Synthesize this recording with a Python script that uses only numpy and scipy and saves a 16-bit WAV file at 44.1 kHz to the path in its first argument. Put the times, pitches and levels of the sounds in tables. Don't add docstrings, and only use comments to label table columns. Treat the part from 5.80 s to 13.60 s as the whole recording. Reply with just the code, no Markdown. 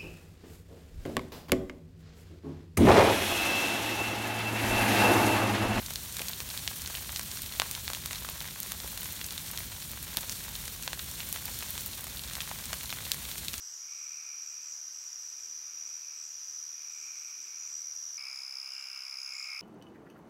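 import sys
import numpy as np
from scipy import signal
from scipy.fft import rfft, irfft
from scipy.io import wavfile

SR = 44100
rng = np.random.default_rng(int(sys.argv[2]) if len(sys.argv) > 2 else 0)


def wav_record(signal):
    frames = np.transpose(np.atleast_2d(signal))
    bounded = np.clip(frames, -1, 1)
    quanta = np.round(bounded * 32767).astype(np.int16)
    wavfile.write(sys.argv[1], SR, quanta)


N = 343980


def from_db(db):
    return 10 ** (np.asarray(db) / 20)


def rms_one(x):
    return x / np.sqrt(np.mean(x ** 2) + 1e-20)


def energy_one(x):
    return x / np.sqrt(np.sum(x ** 2) + 1e-20)


def drift(rate_hz):
    hz = np.fft.rfftfreq(N, 1 / SR)
    return rms_one(irfft(rfft(rng.standard_normal(N)) / (1 + (hz / rate_hz) ** 2), N))


def coloured_noise(spectrum):
    hz, db = np.transpose(spectrum)
    bin_hz = np.maximum(np.fft.rfftfreq(N, 1 / SR), 1)
    gain = from_db(np.interp(np.log(bin_hz), np.log(hz), db))
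    return rms_one(irfft(rfft(rng.standard_normal(N)) * gain, N))


def resonate(x, hz, q):
    w = 2 * np.pi * min(hz, .45 * SR) / SR
    damp = np.sin(w) / (2 * max(q, .2))
    return signal.lfilter([damp, 0, -damp], [1 + damp, -2 * np.cos(w), 1 - damp], x + 1e-18)


def soften(x, hz, kind="low"):
    return signal.sosfilt(signal.butter(1, min(hz, .45 * SR), kind, fs=SR, output="sos"), x)


def equalise(x, bands):
    for hz, width_hz, gain_db in bands:
        x = x + (from_db(gain_db) - 1) * resonate(x, hz, hz / width_hz)
    return x


def scatter(t60):
    t = np.arange(SR // 4) / SR
    return energy_one(rng.standard_normal(len(t)) * from_db(-60 * t / t60) * (t > 0))


# frequency in Hz, relative level in dB.
FLAME_COLOUR = [(12, -42), (22, -28), (35, -10.5), (50, -0.5), (68, 0), (100, -3), (130, -6), (165, -6),
                (235, -11.5), (290, -17.5), (420, -21.5), (900, -68)]


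def roar(level_db, flutter_db):
    return from_db(level_db + flutter_db * drift(13)) * coloured_noise(FLAME_COLOUR)


# frequency in Hz, relative level in dB.
GAS_COLOUR = [(150, -11), (330, -7), (500, -2), (750, -3), (1050, -4), (2000, -1), (3600, 1.6), (6000, 0.8),
              (9000, 0.9), (12500, 0.7), (16000, 1.5)]


def hiss(level_db, flicker_db):
    return from_db(level_db + flicker_db * drift(56)) * coloured_noise(GAS_COLOUR)


def steam(level_db, hz, q, spurt_db, spurt_rate_hz):
    jet = resonate(resonate(rng.standard_normal(N), hz, q), hz, q)
    spurts = from_db(spurt_db * np.minimum(drift(spurt_rate_hz), 2))
    return from_db(level_db) * rms_one(jet * spurts)


def crackle(per_s, low_hz, high_hz, q, spread_db, clump_db, scatter_db, scatter_t60, groups=12):
    cracks = rng.random(N) < per_s * from_db(clump_db * drift(25)) / SR
    sizes = from_db(spread_db * np.minimum(rng.exponential(1, N), 4))
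    clicks = cracks * sizes * rng.choice([-1, 1], N)
    group = rng.integers(0, groups, N)
    out = np.zeros(N)
    for k, hz in enumerate(np.geomspace(low_hz, high_hz, groups)):
        path = from_db(scatter_db) * scatter(scatter_t60)[:SR // 20]
        path[0] = 1
        snap = energy_one(resonate(path, hz, q))
        out += signal.oaconvolve(clicks * (group == k), snap)[:N]
    return rms_one(out)


def twig_ring(x, ring_db, hz=3710, q=2.2):
    return equalise(x, [(hz, hz / q, ring_db)])


# start in seconds, relative level in dB, pitch in Hz,
# sharpness as Q, boost or cut of the twig's ring in dB.
WOOD_POPS = [(0.1072, -21, 1550, 0.54, -2), (0.1579, -8, 4080, 1.2, 4), (0.3685, -12, 5260, 0.2, 8),
             (0.394, -11, 2260, 0.6, 3), (0.4044, -14.5, 430, 0.7, 4), (0.4191, -10.5, 2480, 0.78, -3),
             (0.4842, -10, 4700, 1.8, -5), (0.5333, -13.5, 3970, 2.2, 6), (0.6037, -10.5, 1900, 0.18, -3),
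             (0.776, -10.5, 6360, 0.2, 10), (0.877, -3, 2820, 1.8, -3), (1.0607, -12, 4790, 1.2, 14),
             (1.0751, -13, 3610, 0.36, -5), (1.1003, -18, 1170, 0.99, -3), (1.1514, -12, 2720, 2.2, 7),
             (1.2933, -16.5, 600, 0.27, 10), (1.361, -8, 3950, 1.2, 0), (1.3708, -14, 5260, 1, 6),
             (1.395, -10.5, 3290, 0.41, -9), (1.7988, 3, 2400, 0.28, 7.5), (1.8188, -2.4, 1600, 0.55, 0),
             (1.9122, -8, 10180, 0.33, -1), (1.9509, -9.5, 4360, 2, 4), (2.0791, -7.5, 2080, 0.7, 5),
             (2.1017, -13, 2040, 0.19, -6), (2.1339, -9.5, 3970, 0.19, 5), (2.1488, -13, 3970, 0.91, 4),
             (2.2595, -9.5, 6360, 0.19, -1), (2.3098, -13.5, 2000, 0.28, -2),
             (2.331, -11.5, 3610, 0.56, -3), (2.4484, -18.5, 1410, 2.2, -4), (2.4888, -13, 2200, 0.27, -1),
             (2.6053, -14.5, 7670, 0.23, 8), (2.8024, -12, 13500, 0.88, 8), (2.9201, -9.5, 4790, 0.17, -6),
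             (3.0447, -26, 500, 1.1, 3), (3.2574, -16, 2720, 0.67, -9), (3.4136, -12.5, 2480, 0.4, 14),
             (3.5786, -12, 4790, 0.66, 2), (3.7754, -10, 3970, 0.3, 7), (4.371, -1.5, 8000, 0.16, 10.5),
             (4.374, -17, 320, 0.56, -4), (4.3845, -17, 2480, 0.3, -2), (4.4957, -8.5, 5000, 1.1, -3),
             (4.754, -15.5, 6980, 0.3, 17), (4.8793, -14, 3600, 0.45, -1), (5.0775, -5.5, 2000, 0.7, 0),
             (5.1317, -9, 2400, 0.39, -1), (5.193, -13.5, 4790, 0.3, 11), (5.4041, -11, 2740, 2.9, 2),
             (5.5271, -7, 8430, 0.45, -2), (5.561, -12, 2260, 0.34, -3), (5.6554, -12, 12290, 0.48, 4),
             (5.7893, -14, 11180, 0.34, 3), (5.9786, -11, 3970, 0.44, 3), (6.0612, -13, 12290, 1.3, 0),
             (6.5537, -11.5, 4790, 0.79, 3), (6.6053, -9.5, 2990, 1.2, 1), (6.7139, -13.5, 1060, 1.4, 4),
             (6.9306, -8.5, 2400, 0.37, -4), (6.932, -11, 2200, 0.3, -1), (7.1034, -13, 9260, 0.2, 22),
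             (7.1268, -10, 2450, 0.86, -9), (7.3177, -0.2, 8600, 0.3, 15), (7.6832, -6.5, 7670, 0.33, 23),
             (7.7399, -10.5, 2400, 0.49, -2)]


def pops(extra_rows, near_t60, far_t60, far_db, tear_t60, tear_db):
    out = np.zeros(N + SR)
    for start_s, level_db, hz, q, ring_db in [*WOOD_POPS, *extra_rows]:
        reflections = energy_one(scatter(near_t60) + from_db(far_db) * scatter(far_t60))
        click = from_db(tear_db) * scatter(tear_t60)
        click[0] = 1
        burst = resonate(np.array([click, reflections]), hz, q)
        burst = soften(burst, 2.8 * hz)
        burst = soften(burst, hz=110, kind="high")
        pulse, trail = twig_ring(burst, ring_db)
        trail_db = -10.5 - 0.5529 * level_db
        pop = energy_one(pulse) + from_db(trail_db) * energy_one(trail)
        at = round(start_s * SR)
        out[at:at + len(pop)] += from_db(level_db) * pop
    return out[:N]


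def small_pop_rows(per_s):
    chance = rng.random((round(per_s * N / SR), 5)).T
    start_s = chance[0] * N / SR
    bell = np.log(chance[1:] / (1 - chance[1:])) * np.sqrt(3) / np.pi
    size, pitch, sharpness, ring = np.clip(bell, -2, 2)
    hz = np.minimum(5350 * 2 ** (1.15 * pitch), 13500)
    muffled_db = 2 * np.maximum(np.log2(2800 / hz), 0)
    level_db = -17.5 + 1.9 * size - muffled_db
    q = 0.63 * 2 ** (0.95 * sharpness)
    ring_db = 4.5 + 7 * ring
    return np.transpose([start_s, level_db, hz, q, ring_db])


# centre in Hz, width in Hz, gain in dB.
PILE_BANDS = [(730, 260, 0.5), (6200, 5300, -0.5), (13500, 12000, 4.5)]


def pile_tone(bursts):
    return equalise(bursts, PILE_BANDS)


def smear(x, hz, q):
    return x - 2 * resonate(x, hz, q)


def clearing(x, echo_db, t60, dull_hz):
    reflections = soften(scatter(t60), dull_hz)
    return x + from_db(echo_db) * signal.oaconvolve(x, reflections)[:N]


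# time in seconds, base level in dB of the
# gas and leaves, base level in dB of the twigs.
BLAZE_FADERS = [(0.0, -42.5, -39.5), (0.22, -43, -49.5), (0.56, -42, -46.5), (1.8, -42, -47),
                (2.3, -43, -44.5), (2.63, -44, -46), (3.34, -42, -47), (4.06, -44, -47), (4.58, -41.5, -46),
                (5.19, -43.5, -50.5), (5.49, -42, -45), (6.06, -41.5, -49), (6.39, -44, -46.5),
                (6.69, -42, -44), (7.04, -43.5, -47.5), (7.23, -42.5, -42), (7.8, -42, -53)]


def scene():
    times, *faders = np.transpose(BLAZE_FADERS)
    gas_db, twig_db = [np.interp(np.arange(N) / SR, times, fader) for fader in faders]
    twigs = crackle(per_s=330, low_hz=910, high_hz=5300, q=0.98,
                    spread_db=4, clump_db=4, scatter_db=-3.5, scatter_t60=0.012)
    twigs = from_db(twig_db - 3.5) * twig_ring(twigs, ring_db=2)
    sizzle = crackle(per_s=1000, low_hz=3970, high_hz=14000, q=1.8,
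                     spread_db=1.5, clump_db=5, scatter_db=6, scatter_t60=0.045)
    ticks = crackle(per_s=36, low_hz=5970, high_hz=15000, q=1.4,
                    spread_db=4.5, clump_db=3, scatter_db=1, scatter_t60=0.017)
    leaves = from_db(gas_db - 4.5) * sizzle + from_db(gas_db - 9) * ticks
    bursts = pops(small_pop_rows(per_s=9), near_t60=0.0087, far_t60=0.049, far_db=-0.5,
                  tear_t60=0.0031, tear_db=-9.5)
    wood = twigs + leaves + from_db(0.28) * pile_tone(bursts)
    wood = smear(wood, hz=3800, q=0.67)
    wood = clearing(wood, echo_db=-13.5, t60=0.29, dull_hz=6100)
    gas = hiss(gas_db + 0.74, flicker_db=1.52)
    sap = steam(gas_db - 12, hz=12400, q=0.91, spurt_db=8.5, spurt_rate_hz=19)
    flames = roar(level_db=-48.5, flutter_db=0.6)
    return (wood + gas + sap + flames)[None]


# centre in Hz, width in Hz, gain in dB.
GROUND_AND_PORT_DIPS = [(790, 170, -2), (1980, 640, -1.5), (4935, 770, -3.5), (7650, 500, -3.5),
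                        (10450, 1470, -4.5)]


def record(dry):
    top_cut = signal.ellip(10, .1, 70, 15800, fs=SR, output="sos")
    return signal.sosfilt(top_cut, equalise(dry, GROUND_AND_PORT_DIPS))


dry = scene()
out = record(dry)
wav_record(out)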